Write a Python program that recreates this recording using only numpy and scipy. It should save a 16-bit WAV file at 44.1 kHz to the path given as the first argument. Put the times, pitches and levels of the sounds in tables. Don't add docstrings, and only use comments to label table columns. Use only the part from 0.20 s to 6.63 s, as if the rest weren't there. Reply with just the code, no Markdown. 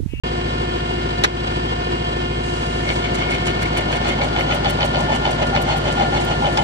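import sys
import numpy as np
from scipy import signal
from scipy.fft import rfft, irfft, next_fast_len
from scipy.io import wavfile

SR = 44100
rng = np.random.default_rng(int(sys.argv[2]) if len(sys.argv) > 2 else 0)


def master(y):
    cut = np.clip(np.atleast_2d(y).T, -1, 1)
    pcm = np.round(cut * 32767)
    wavfile.write(sys.argv[1], SR, pcm.astype(np.int16))


N = 283563
TIME = np.arange(N) / SR
SIZE = next_fast_len(N + SR // 4, True)
FREQS = np.maximum(np.arange(SIZE // 2 + 1) * SR / SIZE, 1)
PUMP_BEATS_PER_CYCLE = 26.24

# frequency in Hz, left minus right in dB.
PORT_BALANCE = [(60, 0), (230, 1.2), (350, 3), (700, .3), (1400, 1.5), (3000, -1.2), (7000, 0)]
# time in seconds, then levels in dB of the flights' groan,
# the gearbox's rattle and the blade's chatter.
AUGER_BINDS = [(2.693, -26, -29, -35), (2.855, -43, -27.5, -51), (3.005, -27, -27, -42),
               (3.144, -50, -29, -49), (3.285, -41, -28, -43), (3.435, -38, -26, -42),
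               (3.582, -23, -28.5, -48), (3.731, -22, -27, -36), (3.882, -23, -23.5, -24),
               (4.018, -19, -26.5, -20.5), (4.183, -24.5, -27, -17), (4.321, -19, -24, -21.5),
               (4.473, -21.5, -25, -14.5), (4.623, -18, -28, -26), (4.772, -16, -26, -21),
               (4.918, -19, -24, -13), (5.069, -20, -26, -15.5), (5.22, -18, -25.5, -31),
               (5.366, -19.5, -25.5, -12), (5.514, -20.5, -21.5, -11.5), (5.665, -19, -23, -28),
               (5.814, -20, -23, -11), (5.964, -22, -24.5, -12), (6.112, -21.5, -24, -18),
               (6.259, -18.5, -27.5, -13.5), (6.407, -19.5, -22.5, -11)]
# frequency in Hz, bandwidth in Hz, relative level in dB.
GEARBOX_MODES = [(1245, 178.7, 5.5), (1700, 950, -2.5), (2152, 134, 8), (2528, 38, 7), (2837, 35, 10),
                 (3030, 45, 10.5), (3170, 77, 2), (3245, 26, 4.5), (3478, 68, 3.5), (3695, 23, 0.5),
                 (3970, 53, -3), (4330, 29, 6), (6120, 1600, -12)]


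def from_db(db):
    return 10 ** (np.asarray(db) / 20)


def rms_one(x):
    return x / np.sqrt(np.mean(x ** 2) + 1e-20)


def in_time(rows):
    return np.interp(TIME, *np.transpose(rows))


def at_hz(points, hz):
    point_hz, values = np.transpose(points)
    return np.interp(np.log(hz), np.log(point_hz), values)


def colour(x, points):
    return irfft(rfft(x, SIZE) * from_db(at_hz(points, FREQS)), SIZE)[:N]


def butterworth(x, order, hz, kind="low"):
    return signal.sosfilt(signal.butter(order, hz, kind, fs=SR, output="sos"), x + 1e-18)


def drift(per_s):
    steps = rng.standard_normal(4096)
    return rms_one(np.interp(TIME * per_s, np.arange(len(steps)), steps))


def contacts(per_s, spread_db):
    sizes = from_db(spread_db * np.clip(rng.standard_normal(N), -2, 2)) * rng.choice([-1, 1], N)
    return rms_one(sizes * (rng.random(N) < per_s / SR))


def resonate(x, modes):
    out, power = 0, 0
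    for k, (hz, width, db) in enumerate(modes):
        radius = np.exp(-np.pi * width / SR)
        gain = from_db(db) * (1 - radius ** 2) / 2
        poles = [1, -2 * radius * np.cos(2 * np.pi * hz / SR), radius ** 2]
        out = out + (-1) ** k * signal.lfilter([gain, 0, -gain], poles, x + 1e-18)
        power += gain * from_db(db)
    return out / np.sqrt(power)


def rough_tone(hz, wobble, flutter_db, per_s):
    pitch = hz * (1 + wobble * drift(per_s))
    return rms_one(from_db(flutter_db * drift(per_s)) * np.sin(2 * np.pi * np.cumsum(pitch) / SR))


def blows(times, levels_db, t60):
    out, t = np.zeros(N + SR), TIME[:SR // 4]
    for at, db in zip(times, levels_db):
        start = int(at * SR)
        out[start:start + len(t)] += from_db(db - 60 * t / t60)
    return out[:N]


def swells(times, levels_db, rise_s, fall_s):
    out = np.zeros(N)
    for at, db in zip(times, levels_db):
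        near = slice(int(at * SR) - SR // 8, int(at * SR) + SR // 8)
        t = TIME[near] - at
        out[near] += from_db(db) * np.exp(-(t / np.where(t < 0, rise_s, fall_s)) ** 2 / 2)
    return out


def each_cycle(shape, cycles):
    return np.interp(cycles % 1 * len(shape), np.arange(len(shape) + 1), np.append(shape, shape[0]))


def ports(hz, pan_db=0, aside=1):
    # frequency in Hz, phase lead of the left port in radians.
    port_phase = [(200, 0), (270, -.35), (360, -1.5), (500, -1.8), (700, -2.4), (1100, -2.9), (2800, -3.4),
                  (3900, -4.9), (5100, -3.3), (6000, -5.7), (8000, -4.7), (11000, -3.2)]
    balance_db = at_hz(PORT_BALANCE, hz) + pan_db
    left = from_db(balance_db / 2) * np.exp(.5j * aside * at_hz(port_phase, hz))
    return np.array([left, 1 / left])


def outdoors(near, far, scatter_db, scatter_s, aside=1, pan_db=0):
    # frequency in Hz, relative level in dB.
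    scatter = [(60, -41), (170, -27), (330, -2.5), (600, -10), (1100, -13), (1600, -2), (2900, -8),
               (5300, -2.5), (7000, 4), (12000, -20.5)]
    t = TIME[:SR // 5]
    reflections = rng.standard_normal(len(t)) * t * np.exp(-t / scatter_s)
    all_pass = np.exp(1j * np.angle(rfft(reflections, SIZE)))
    wet = from_db(at_hz(scatter, FREQS) + scatter_db)
    scattered = rfft(far, SIZE) * wet * all_pass * [[1], [-1]]
    paths = (rfft(near, SIZE) + scattered) / np.sqrt(1 + wet ** 2)
    return irfft(ports(FREQS, pan_db, aside) * paths, SIZE)[:, :N]


def exhaust(cycles, cycle_hz, load, level_db=-25, pipe_s=.005435, uneven_db=.77):
    # multiple of the firing rate, relative level in dB.
    drone_lines = [(1, 0.5), (1.25, -13), (1.5, -14.5), (2, -5), (2.25, -14.5), (2.5, -12), (2.75, -5.5),
                   (3, -10), (3.25, -22), (3.5, -15), (3.75, -15.5), (4, -18), (4.25, -19), (4.5, -11),
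                   (4.75, -21), (5, -12.5), (5.75, -25), (6, -21), (6.25, -18.5), (6.5, -16.5),
                   (6.75, -11.5), (7, -13), (7.25, -12.5), (7.5, -15.5), (7.75, -14), (8, -17),
                   (8.75, -12.5), (9, -22), (9.25, -19), (9.5, -24), (9.75, -20), (10, -32)]
    multiple, db = np.transpose(drone_lines)
    harmonic = np.round(multiple * 4).astype(int)
    hz = harmonic * cycle_hz
    smear_rad = np.interp(hz, [13, 270], [0, 2.06]) * rng.standard_normal(len(hz))
    lag_rad = 2 * np.pi * pipe_s * np.maximum(hz - hz / multiple, 0) + smear_rad
    spectrum = np.zeros((2, 2049), complex)
    spectrum[:, harmonic] = from_db(db) * np.exp(-1j * lag_rad) * ports(hz)
    puffs = np.array([each_cycle(shape, cycles + .6) for shape in irfft(spectrum)])
    drone = from_db(level_db + uneven_db * drift(40)) * rms_one(puffs)
    return drone + butterworth(drone, 1, [135, 165], "band") * load * from_db(-5.5)


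def clatter(cycles, repeat_share=.58, knock_db=-.2, uneven_db=2, panel_db=-28.5):
    # frequency in Hz, spectral density in dB.
    diesel_spectrum = [(20, -102), (45, -68), (85, -57.5), (200, -59.5), (300, -57.5), (380, -55.5),
                       (510, -64.5), (630, -71), (850, -57.5), (1200, -60.5), (1900, -70), (2400, -65.5),
                       (3000, -66.5), (3700, -71.5), (4800, -74.5), (6000, -86), (8000, -88.5),
                       (10500, -94), (12500, -114)]
    # frequency in Hz, bandwidth in Hz, relative level in dB.
    panel_modes = [(538, 143, -8), (774, 55, 5), (980, 24, -3.5), (1444, 74, 1), (1868, 35, -8),
                   (2204, 62, -1), (2340, 38, -25), (2816, 88, 0), (4735, 32, -13.5)]
    repeated = rms_one(each_cycle(signal.resample(rng.standard_normal(3000), 12000), cycles))
    knock = from_db(knock_db * np.cos(4 * np.pi * cycles) + uneven_db * drift(130))
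    fresh = rng.standard_normal(N)
    noise = rms_one(knock * (np.sqrt(repeat_share) * repeated + np.sqrt(1 - repeat_share) * fresh))
    panels = from_db(panel_db) * rms_one(resonate(noise, panel_modes))
    return colour(noise * np.sqrt(SR / 2), diesel_spectrum) + panels


def pump(cycles, load, flutter_rad=.06, wander_rad=.22, waver_db=2, throb_db=1.8):
    # harmonic number, free level in dB, loaded level in dB, left minus right in dB,
    # phase lead of the left in radians.
    whine_partials = [(1, -32.5, -34.5, 2.5, -1.65), (2, -35.5, -31.5, 0, -2), (3, -45.5, -45, 0, -1.5),
                      (4, -44, -34.5, 1.5, 1.43), (5, -39, -37, 1.5, 1.57), (6, -47, -50.5, -2.5, 0),
                      (7, -48, -64, -5, -1.5), (8, -42.5, -47, -3.5, 2), (9, -42, -42, -6.5, 3)]
    flutter = flutter_rad * (np.sin(2 * np.pi * cycles) + drift(25))
    mesh_phase = 2 * np.pi * cycles * PUMP_BEATS_PER_CYCLE + flutter
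    sides, out = np.array([[.5], [-.5]]), 0
    for harmonic, free_db, loaded_db, pan_db, lead_rad in whine_partials:
        wander = 2 * np.pi * rng.random() + wander_rad * drift(70)
        tone = np.sqrt(2) * np.cos(harmonic * mesh_phase + wander + sides * lead_rad)
        throb = sum(np.cos(2 * np.pi * (k * cycles + rng.random())) for k in (1, 2, 4))
        db = free_db + (loaded_db - free_db) * load + waver_db * drift(22) + throb_db * throb
        out = out + tone * from_db(db + sides * pan_db)
    return out


def hydraulics(load, whistle_hz=7800, width_hz=99, whistle_db=-57):
    # time in seconds, level in dB.
    hiss_levels = [(0, -76), (2.17, -61.5), (2.26, -42.5), (2.6, -45), (2.76, -39.5), (2.86, -56.5),
                   (4, -55.5), (6.43, -44)]
    # frequency in Hz, relative level in dB.
    hiss_spectrum = [(1500, -31), (4000, -2.5), (6300, 1.5), (8500, 0), (10800, -1.5), (15000, -44)]
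    whistle = resonate(rng.standard_normal(N), [(whistle_hz, width_hz, 0)])
    hiss = rms_one(colour(rng.standard_normal(N), hiss_spectrum))
    return whistle * from_db(whistle_db) * (1 - load) + hiss * from_db(in_time(hiss_levels))


def clank(crack_t60=.036, thud_t60=.06, split_hz=1800):
    # start in seconds, crack level in dB, thud level in dB.
    impacts = [(1.038, -6, -14), (1.0435, -14, -7), (1.048, -18, -14), (6.373, -13, -18)]
    # frequency in Hz, relative level in dB.
    steel_spectrum = [(100, -29), (350, 8), (620, 10), (900, 17), (1300, 11), (2000, 10), (3000, 9.5),
                      (4400, 6), (5600, 3), (7500, -5), (11000, -8), (14000, -44)]
    at, crack_db, thud_db = np.transpose(impacts)
    noise = rms_one(colour(rng.standard_normal(N), steel_spectrum))
    thud = butterworth(noise, 2, split_hz) * blows(at, thud_db, thud_t60)
    crack = butterworth(noise, 2, split_hz, "high") * blows(at, crack_db, crack_t60)
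    return thud - crack


def soil(touch_s=2.37, bite_s=1, spin_from_s=2.57, spin_up_s=.42, full_db=-27.5, range_db=2.5):
    # frequency in Hz, bandwidth in Hz, relative level in dB.
    flight_modes = [(542.5, 86, -2), (586, 72, 3), (710, 83, -5.5), (821, 41, -2), (985, 81, -7)]
    # frequency in Hz, relative level in dB.
    rumble_spectrum = [(60, -14), (110, -5), (160, -0.5), (260, 1), (350, -5), (450, -5.5), (580, -2),
                       (850, -6), (1300, -13), (2500, -19), (4500, -22.5), (7000, -46), (12000, -55)]
    at, groan_db, _, _ = np.transpose(AUGER_BINDS)
    slips = swells(at, groan_db, rise_s=.026, fall_s=.035) * contacts(per_s=2500, spread_db=.5)
    shallow = np.exp(-np.maximum(TIME - touch_s, 0) / bite_s)
    speed = np.clip((TIME - spin_from_s) / spin_up_s, 0, 1)
    rumble = rms_one(colour(contacts(per_s=4500, spread_db=3), rumble_spectrum))
    return resonate(slips, flight_modes) + speed * from_db(full_db - range_db * shallow) * rumble


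def shaft(mode_hz=2190, upper_hz=2497, width_hz=16):
    # time in seconds, level in dB.
    jangle_levels = [(2.58, -66), (2.66, -31.5), (2.9, -42.5), (3.1, -31.5), (3.6, -39), (4.3, -49.5),
                     (6.43, -60)]
    squeaks = [(2.708, -24.5), (2.862, -28), (3.027, -29), (3.1, -29), (3.152, -29.5), (3.455, -27),
               (3.59, -26.5), (3.765, -33), (3.92, -25), (4.031, -26), (4.205, -34)]
    modes = [(mode_hz, width_hz, 0), (upper_hz, width_hz, -10)]
    jangle = from_db(in_time(jangle_levels)) * resonate(contacts(per_s=350, spread_db=3), modes)
    squeal = rough_tone(mode_hz, wobble=.024, flutter_db=5, per_s=350)
    return jangle + swells(*np.transpose(squeaks), rise_s=.019, fall_s=.013) * squeal


def gearbox(contact_hz=7760):
    at, _, rattle_db, _ = np.transpose(AUGER_BINDS)
    force = swells(at, rattle_db, rise_s=.034, fall_s=.025) * contacts(per_s=330, spread_db=3)
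    return resonate(butterworth(force, 2, contact_hz), GEARBOX_MODES)


def blade(rise_s=.019, fall_s=.0149, lead_s=.012, again_s=.0499, again_db=-8.5):
    # frequency in Hz, relative level in dB.
    blade_modes = [(772, -5.5), (822, 2.5), (885, -9)]
    at, _, _, chatter_db = np.transpose(AUGER_BINDS)
    first = swells(at - lead_s, chatter_db, rise_s, fall_s)
    second = swells(at - lead_s + again_s, chatter_db + again_db, rise_s, fall_s)
    pitch = np.where(second > first, .965, 1) * (1 + .015 * drift(30))
    ring = sum(from_db(db) * rough_tone(hz * pitch, wobble=.025, flutter_db=3.2, per_s=160)
               for hz, db in blade_modes)
    return (first + second) * rms_one(ring) / 2


def backlash(rebound_s=.011, contact_t60=.0042, contact_hz=4700, clack_hz=3150, clack_width_hz=700):
    # start in seconds, level in dB, change at each rebound in dB.
    knocks = [(2.690, -4, -6), (3.021, -7, -5), (3.136, -8, -7), (3.281, -7, -6), (3.571, -6, -7),
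              (3.727, -7, -6), (4.016, -3, -8), (4.163, -8, -4), (4.208, -4, -12), (4.310, -7, -3),
              (4.446, -5, -1), (4.607, -3.5, -1), (4.746, -4.5, 0), (5.053, -3, -3), (5.351, -2, -1.5),
              (5.798, -6, -4), (6.245, -6, -2)]
    at, db, change_db = np.transpose(knocks)
    envelope = sum(blows(at + k * rebound_s, db + k * change_db, contact_t60) for k in range(3))
    force = butterworth(envelope * rng.choice([-1, 1], N), 4, contact_hz)
    return resonate(force, GEARBOX_MODES + [(clack_hz, clack_width_hz, 0)])


def grit(fall_back_s=.032, fall_back_db=-9.5, crack_s=.0054):
    # time in seconds, spray level in dB, crack level in dB.
    throws = [(2.952, -28, -60), (3.111, -27.5, -60), (3.153, -36, -62), (3.269, -23.5, -50),
              (3.426, -27, -28.5), (3.577, -26.5, -23), (3.732, -28, -63), (3.762, -35, -50),
              (3.886, -27, -33), (4.043, -28, -60), (4.2, -41, -25), (4.224, -39, -29), (4.349, -30, -26),
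              (4.504, -26, -19), (4.655, -28, -27), (4.802, -26.5, -60), (4.955, -28, -63),
              (5.117, -27.5, -28), (5.27, -33, -50), (5.422, -40, -21), (5.576, -40, -21),
              (5.729, -30.5, -45), (6.014, -31.5, -60), (6.052, -44, -24), (6.336, -34, -36)]
    # frequency in Hz, gain in dB.
    grain_spectrum = [(500, -22), (2000, 15), (4000, 5), (6200, 4), (8200, 5.5), (10000, 4), (15000, 6)]
    crack_spectrum = [(4000, -22), (6500, -14), (8200, -8), (9600, -7), (12000, 11), (14000, 14),
                      (15600, 19), (17000, -16)]
    at, db, crack_db = np.transpose(throws)
    sprays = swells([*at, *(at + fall_back_s)], [*db, *(db + fall_back_db)], rise_s=.0097, fall_s=.0088)
    cracks = swells(at, crack_db, crack_s, crack_s) * contacts(per_s=800, spread_db=3)
    grains = rms_one(colour(contacts(per_s=1800, spread_db=7), grain_spectrum))
    return sprays * grains + colour(cracks, crack_spectrum)


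def scene():
    # time in seconds, frequency in Hz.
    pump_pitch = [(0.0, 354.9), (1.2, 354.4), (1.7, 355.1), (2.6, 353.5), (3.3, 356), (4.3, 354.8),
                  (5.1, 354.1), (6.43, 352.2)]
    # time in seconds, share from 0 to 1.
    pump_load = [(2.2, 0), (2.75, 0.3), (3.5, 0.63), (5, 1), (6.43, 0.96)]
    cycle_hz = in_time(pump_pitch) / PUMP_BEATS_PER_CYCLE
    cycles = np.cumsum(cycle_hz) / SR
    load = in_time(pump_load)
    drone = exhaust(cycles, cycle_hz.mean(), load)
    oil = hydraulics(load)
    block = [oil + clatter(cycles) for side in ("near", "far")]
    tractor = drone + outdoors(*block, scatter_db=-1.5, scatter_s=.0055) + pump(cycles, load)
    chatter = blade()
    digging = [chatter + soil() for side in ("near", "far")]
    groan = outdoors(*digging, scatter_db=1.5, scatter_s=.003, aside=.63, pan_db=.5)
    drive = gearbox() + shaft()
    rattle = outdoors(drive, drive, scatter_db=4, scatter_s=.0039)
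    impacts = grit() + clank() + backlash()
    return tractor + groan + rattle + outdoors(impacts, impacts, scatter_db=-1.5, scatter_s=.0014)


def limiter(x, threshold_db=-3.5, most_db=4.5, attack_s=.02, release_db_per_s=26):
    over_db = np.clip(20 * np.log10(np.abs(x).max(axis=0) + 1e-9) - threshold_db, 0, most_db)
    release_db = release_db_per_s * TIME
    held_db = np.maximum.accumulate(over_db + release_db) - release_db
    pole = np.exp(-1 / (attack_s * SR))
    return x * from_db(-signal.lfilter([1 - pole], [1, -pole], held_db))


def record(dry, mic_top_hz=9600, cutoff_hz=15800):
    dull = butterworth(dry, 4, mic_top_hz)
    clipped = np.clip(limiter(dull), -.85, .85)
    fade_in = np.clip((TIME - .035) / .002, 0, 1)
    top_cut = signal.ellip(10, .1, 80, cutoff_hz, fs=SR, output="sos")
    return signal.sosfilt(top_cut, clipped * fade_in)


dry = scene()
out = record(dry)
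master(out)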